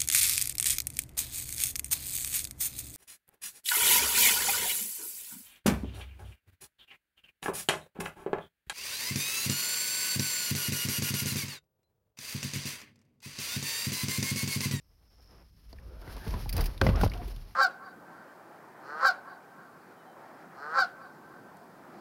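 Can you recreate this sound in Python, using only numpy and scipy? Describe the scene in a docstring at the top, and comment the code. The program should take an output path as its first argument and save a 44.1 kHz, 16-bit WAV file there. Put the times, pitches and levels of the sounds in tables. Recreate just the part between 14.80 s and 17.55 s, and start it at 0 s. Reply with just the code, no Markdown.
"""A mountain bike's frame takes hard knocks as the bike starts rolling on a rough forest trail, heard from a
camera on the rider. Knocks are noise cracks with ringing tones, and the wheels thud with a falling pitch.
Low noise rumbles in the frame, and the camera mount swings as a wavering deep tone. The tyres roar and hiss
as grainy noise. Chain slaps and small clicks are short noise bursts, rubs are gliding noise bands and the
freewheel is a faint resonant ticking. A quiet noise bed lies beneath."""
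import sys
import numpy as np
from scipy.fft import rfft, irfft, next_fast_len
from scipy.io import wavfile
from scipy.ndimage import map_coordinates

SR = 44100
rng = np.random.default_rng(int(sys.argv[2]) if len(sys.argv) > 2 else 0)


def generate_wav(sig):
    """Save sig (samples, or channels by samples) to the path in sys.argv[1] as 16-bit PCM at SR."""
    pcm = np.round(np.clip(np.atleast_2d(sig).T, -1, 1) * 32767).astype(np.int16)
    wavfile.write(sys.argv[1], SR, pcm)


N = 121275

# Spectrum of grit hiss, also the airy part of the clicks: (f/Hz, relative level per Hz/dB)
GRIT_COLOUR = [(1290, -3.5), (2890, -4.5), (3740, -6), (4310, -2.5), (5350, -3), (7210, -18.5), (7970, -26),
               (8950, -12.5), (11600, -7), (16000, -17.5)]


def amp(db):
    """Turns dB into linear gain."""
    return 10 ** (np.asarray(db) / 20)


def unit(x):
    """Scales a signal to rms 1."""
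    return x / np.sqrt(np.mean(x ** 2) + 1e-20)


def curves(rows):
    """Draws straight lines through each column after the time, one value per sample."""
    times_s, *columns = np.transpose(rows)
    t = np.arange(N) / SR
    return [np.interp(t, times_s, column) for column in columns]


def wobble(rate):
    """Draws a smooth random curve with the given number of knots per second."""
    knots = rng.standard_normal(int(N * rate / SR) + 4)
    return map_coordinates(knots, [np.arange(N) * rate / SR])


def filtered(x, response):
    """Multiplies the spectrum of x by a response of frequency."""
    m = next_fast_len(len(x) + 8192)
    spectrum = rfft(x, m) * response(np.fft.rfftfreq(m, 1 / SR))
    return irfft(spectrum, m)[:len(x)]


def coloured(x, tone, tilt_db=0):
    """Shapes x by a (Hz, dB) curve plus a tilt in dB per octave, then scales it to rms 1."""
    f, db = np.transpose(tone)

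    def response(hz):
        curve_db = np.interp(np.log(hz + 1), np.log(f + 1), db)
        return amp(curve_db + tilt_db * np.log2((hz + 100) / 1000))

    return unit(filtered(x, response))


def peak(centre_hz, width_hz):
    """Gives the response of one damped resonance."""
    return lambda hz: 1j * hz * width_hz / (centre_hz ** 2 - hz ** 2 + 1j * hz * width_hz + 1e-9)


def ring(hz, width, n):
    """Passes noise twice through one resonance; width is relative to its centre."""
    resonance = peak(hz, width * hz)
    return unit(filtered(rng.standard_normal(n), lambda f: resonance(f) ** 2))


def gritty(share):
    """Mixes noise with scattered grains of very unequal size; share is the grains' part of the power."""
    grains_per_s, spread_db = 1200, 2.2
    hit = rng.random(N) < grains_per_s / SR
    size = amp(spread_db * rng.exponential(1, N)) * rng.standard_normal(N)
    return np.sqrt(share) * unit(hit * size) + np.sqrt(1 - share) * rng.standard_normal(N)


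def add(track, s, db, sound, rise_s, t60):
    """Puts a burst on the track at s seconds: quick rise, exponential fall."""
    t = np.arange(len(sound)) / SR
    part = track[round(s * SR):][:len(t)]
    fall = amp(db - 60 * t / max(t60, .003))
    rise = 1 - np.exp(-t / rise_s)
    part += (fall * rise * sound)[:len(part)]


def knocks():
    """Blows on the frame: a noise crack excites the metal, and one tone rings slightly longer."""
    # Each knock: (t/s, level before crack trim and ring offset/dB, crack t60/s, tilt/dB per octave,
    # ring f/Hz, ring offset/dB)
    blows = [(0.93, -40, 0.05, -4, 648, -10.5), (1.277, -37.5, 0.024, 0.5, 1980, -7.5),
             (1.467, -32, 0.09, -2, 460, -12.5), (1.539, -32, 0.054, 1, 986, -3.5),
             (1.659, -34.5, 0.036, -7.5, 833, -2), (2.014, -9, 0.024, 2, 1540, -8),
             (2.018, -26, 0.33, -6, 531, -2.5), (2.066, -7.5, 0.024, -1, 2030, -13.5),
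             (2.089, -22, 0.084, -0.5, 518, -9.5), (2.212, -25.5, 0.033, 6, 1440, -1),
             (2.235, -11.5, 0.035, -1, 785, -10), (2.263, -24.5, 0.02, 0, 624, -4),
             (2.479, -42.5, 0.047, 11.5, 370, 4.5)]
    # Spectrum of the crack before its tilt: (f/Hz, relative level per Hz/dB)
    crack_tone = [(120, -50), (200, 7), (305, 3.5), (1120, -9), (2020, -15.5), (3020, -20.5), (5040, -24.5),
                  (7140, -42), (10900, -43), (16000, -46)]
    rise_s, crack_trim_db = 0.00019, -3.5
    ring_lasts = 1.135  # ring t60 over crack t60
    out, t = np.zeros(N), np.arange(SR // 5) / SR
    for s, db, t60, tilt_db, hz, ring_db in blows:
        crack = coloured(rng.standard_normal(len(t)), crack_tone, tilt_db)
        add(out, s, db + crack_trim_db, crack, rise_s, t60)
        tone = np.sin(2 * np.pi * (hz * t + rng.random()))
        add(out, s, db + ring_db, tone, rise_s, ring_lasts * t60)
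    return out


def thuds():
    """Wheel thuds: a decaying sine that starts high and sags at once to its final pitch."""
    # Each thud: (t/s, level before the rise and fall/dB, final f/Hz)
    blows = [(1.275, -29.5, 74), (1.472, -19.5, 80), (1.539, -22, 76), (1.659, -22.5, 80.5),
             (1.739, -20.5, 83), (1.773, -20, 74), (2.013, -8, 71.5), (2.067, -7.5, 99.5),
             (2.089, -10, 107.6), (2.218, -14, 62.4), (2.231, -6.5, 95.2)]
    start_ratio, sag_s = 3.55, 0.005485  # first over final pitch; time constant of the sag
    rise_s, t60_s = 0.014, 0.1
    out, t = np.zeros(N), np.arange(SR // 5) / SR
    # Phase in cycles for a final pitch of 1 Hz
    turns = np.cumsum(1 + (start_ratio - 1) * np.exp(-t / sag_s)) / SR
    for s, db, hz in blows:
        add(out, s, db, np.sin(2 * np.pi * hz * turns), rise_s, t60_s)
    return out


def rumble():
    """Bumps carried by the frame: low noise that swells and drops."""
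    # Rumble level: (t/s, level/dB)
    swells = [(0.0, -74.5), (0.78, -62), (1.44, -52.5), (1.48, -39), (1.7, -45), (1.79, -32), (1.9, -43.5),
              (2.005, -52), (2.05, -27), (2.14, -34), (2.2, -36.5), (2.24, -21), (2.29, -40), (2.75, -59)]
    # Rumble spectrum: (f/Hz, relative level per Hz/dB)
    frame_tone = [(32, -17), (55, 0), (91, 5), (156, -2.5), (285, -15), (650, -34), (1100, -120)]
    level_db, = curves(swells)
    return amp(level_db) * coloured(rng.standard_normal(N), frame_tone)


def shake():
    """The camera mount swings at its own low, wandering pitch, blurred by deep noise."""
    # Level of the deep shake: (t/s, level/dB)
    swells = [(0, -66.5), (.57, -59), (.83, -59.5), (.97, -46), (1.02, -57), (1.06, -40.5), (1.11, -53.5),
              (1.19, -40), (1.26, -58), (1.35, -39), (1.465, -56), (1.49, -29.5), (1.64, -41.5),
              (1.68, -33), (1.73, -33), (1.81, -24), (2.0, -46.5), (2.035, -31), (2.14, -24.5), (2.18, -27),
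              (2.26, -18.5), (2.3, -29.5), (2.34, -33), (2.41, -40.5), (2.5, -37), (2.66, -45), (2.75, -62)]
    # Pitch of the swing before its wander: (t/s, f/Hz)
    pitch = [(0, 54.88), (1.1, 55.4), (1.4, 45.18), (2.0, 42.95), (2.07, 49), (2.2, 40.01), (2.75, 42.3)]
    # Spectrum of the deep noise: (f/Hz, relative level per Hz/dB)
    deep_tone = [(15, -22), (38, 3.5), (90, -8), (120, -24), (200, -120)]
    wander, noise_share = 0.1192, 0.29  # relative pitch wander; noise part of the power
    (level_db,), (hz,) = curves(swells), curves(pitch)
    turns = np.cumsum(hz * (1 + wander * wobble(15))) / SR + rng.random()
    swing = np.sqrt(2) * np.sin(2 * np.pi * turns)
    noise = coloured(rng.standard_normal(N), deep_tone)
    return amp(level_db) * (np.sqrt(1 - noise_share) * swing + np.sqrt(noise_share) * noise)


def tyres():
    """Tyre knobs roar and grit hisses; grainy noises share one flutter and each adds its own."""
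    # Rolling levels before the flutter: (t/s, roar level/dB, grit level/dB)
    rolling = [(0, -83, -83), (.48, -69, -72), (.5, -61.5, -70), (.6, -62.5, -70.5), (.7, -85.5, -77.5),
               (.88, -78, -69.5), (.95, -65.5, -68), (1.05, -61.5, -71), (1.2, -57.5, -67),
               (1.3, -51, -57.5), (1.45, -52.5, -55), (1.5, -51.5, -52.5), (1.56, -47, -55),
               (1.64, -56, -51.5), (1.7, -59.5, -59.5), (1.78, -38.5, -47), (1.88, -48.5, -56.5),
               (1.92, -53, -60.5), (2.0, -55, -64), (2.04, -35, -50.5), (2.11, -41.5, -51),
               (2.15, -44, -59.5), (2.2, -37, -46.5), (2.25, -45, -42.5), (2.28, -49, -62),
               (2.42, -50.5, -58), (2.52, -57.5, -60), (2.62, -59.5, -62.5), (2.75, -67.5, -66)]
    # Spectrum of the roar: (f/Hz, relative level per Hz/dB)
    roar_tone = [(120, -4.5), (368, -4.5), (602, -7), (720, -8), (1150, -11.5), (3500, -26.5),
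                 (4550, -32.5), (7700, -120)]
    roar_db, grit_db = curves(rolling)
    flutter = wobble(25.07)
    roar_gain = amp(roar_db + 0.5 * flutter + 2.4 * wobble(40))
    grit_gain = amp(grit_db + 1.5 * flutter + 1.9 * wobble(60))
    roar = roar_gain * coloured(gritty(0.33), roar_tone)
    grit = grit_gain * coloured(gritty(0.13), GRIT_COLOUR)
    return roar + grit


def slaps():
    """Chain slaps: ragged noise bursts with a fast rise and a short fall."""
    # Each slap: (t/s, level before trim/dB, t60/s)
    strikes = [(1.6917, -24.5, 0.044), (1.7265, -25, 0.051), (1.7656, -22, 0.038), (1.7788, -21, 0.016),
               (1.8079, -22.5, 0.042), (1.839, -31, 0.062), (1.858, -24.5, 0.052)]
    # Spectrum of the chain: (f/Hz, relative level per Hz/dB)
    chain_tone = [(880, -29), (1800, -7), (2540, -3.5), (3150, -10), (3480, -15.5), (4870, 0.5),
                  (7540, -22.5), (8740, -14.5), (10700, -6.5), (16000, -7.5)]
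    rise_s, trim_db = 0.00067, -6.5
    out = np.zeros(N)
    for s, db, t60 in strikes:
        noise = coloured(rng.standard_normal(SR // 6), chain_tone)
        add(out, s, db + trim_db, noise, rise_s, t60)
    return out


def clicks():
    """Small clicks of stones and cables: resonant noise under a broad hiss."""
    # Each click: (t/s, level before trim/dB, centre f/Hz, hiss over resonant noise/dB)
    taps = [(0.928, -42.5, 4570, -6), (.985, -40.5, 1850, -20), (1.215, -47, 4940, 1),
            (1.366, -40, 4440, 0), (1.478, -44.5, 4500, 9.5), (1.507, -39, 5400, 1),
            (1.977, -42.5, 3740, 2), (2.158, -36, 5330, -3), (2.245, -40, 3000, 2), (2.276, -39, 3050, 2),
            (2.297, -36.5, 4480, -8), (2.317, -29.5, 2190, -12), (2.336, -32, 2870, -5),
            (2.375, -42, 2870, 0), (2.562, -46.5, 3367, 6),]
    rise_s, t60_s, trim_db = .0005, 0.025, -6
    width = 0.23  # of each resonance, relative to its centre
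    out, n = np.zeros(N), SR // 6
    for s, db, hz, air_db in taps:
        air = amp(air_db) * coloured(rng.standard_normal(n), GRIT_COLOUR)
        add(out, s, db + trim_db, ring(hz, width, n) + air, rise_s, t60_s)
    return out


def rubs():
    """Tyre and brake rubbing: narrow noise bands whose centres glide while something drags."""
    # One path per rub: (t/s, centre f/Hz, level/dB)
    paths = [
        [(.98, 1250, -86), (1.05, 1280, -72), (1.2, 1400, -67.5), (1.3, 1520, -54.5), (1.36, 1500, -69),
         (1.45, 1700, -53), (1.52, 1750, -70)],
        [(1.0, 480, -71), (1.13, 470, -58.5), (1.3, 720, -64), (1.55, 900, -58.5)],
        [(2.09, 950, -53), (2.13, 1050, -46), (2.19, 1350, -54), (2.22, 1600, -53)],
        [(2.33, 730, -61), (2.4, 720, -47.5), (2.47, 710, -63.5)],
    ]
    # Knot rate of each rub's random modulation, which sets its bandwidth: (rate/Hz)
    widths_hz = [302.5, 246.7, 151.1, 42]
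    out, t = np.zeros(N), np.arange(N) / SR
    for rows, width_hz in zip(paths, widths_hz):
        hz, level_db = curves(rows)
        outside_s = np.maximum(rows[0][0] - t, 0) + np.maximum(t - rows[-1][0], 0)
        fade_db = -400 * outside_s  # fades in before the path and out after it
        phase = 2 * np.pi * np.cumsum(hz) / SR
        band = wobble(width_hz) * np.sin(phase) + wobble(width_hz) * np.cos(phase)
        out += amp(level_db + fade_db) * unit(band)
    return out


def freewheel():
    """Pawl ticks of uneven strength and hiss ring through one narrow resonance, applied twice."""
    # Level of ticks and hiss together: (t/s, level/dB)
    ticking = [(0, -80.5), (.22, -82), (.3, -72.5), (.55, -68.5), (.7, -78.5)]
    ticks_per_s, jitter = 50, 0.13  # mean rate; its relative wander
    hiss_share = 0.62  # of the power before the resonance
    pawl = peak(5260, 610)  # centre and width in Hz
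    level_db, = curves(ticking)
    turns = np.cumsum(ticks_per_s * (1 + jitter * wobble(13))) / SR
    strikes = np.diff(np.floor(turns), prepend=0) > 0
    ticks = unit(strikes * amp(2.6 * rng.standard_normal(N)))
    blend = np.sqrt(1 - hiss_share) * ticks + np.sqrt(hiss_share) * rng.standard_normal(N)
    return amp(level_db) * unit(filtered(blend, lambda hz: pawl(hz) ** 2))


def still():
    """The quiet of forest and microphone: a steady coloured noise."""
    # Spectrum of the quiet: (f/Hz, relative level per Hz/dB)
    quiet_tone = [(300, -4), (600, -19), (1900, -21), (4100, -25), (5400, -11), (7400, -27), (9000, -19),
                  (9800, -25), (12300, -13), (16000, -20)]
    return amp(-79.5) * coloured(rng.standard_normal(N), quiet_tone)


def scene():
    """Sums all sources into one channel."""
    bike = knocks() + thuds() + rumble() + shake() + tyres()
    details = slaps() + clicks() + rubs() + freewheel()
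    return (bike + details + still())[None]


def record(dry):
    """The camera keeps nothing above its band limit."""
    top_hz = 15950
    return filtered(dry[0], lambda hz: hz < top_hz)[None]


dry = scene()
out = record(dry)
generate_wav(out)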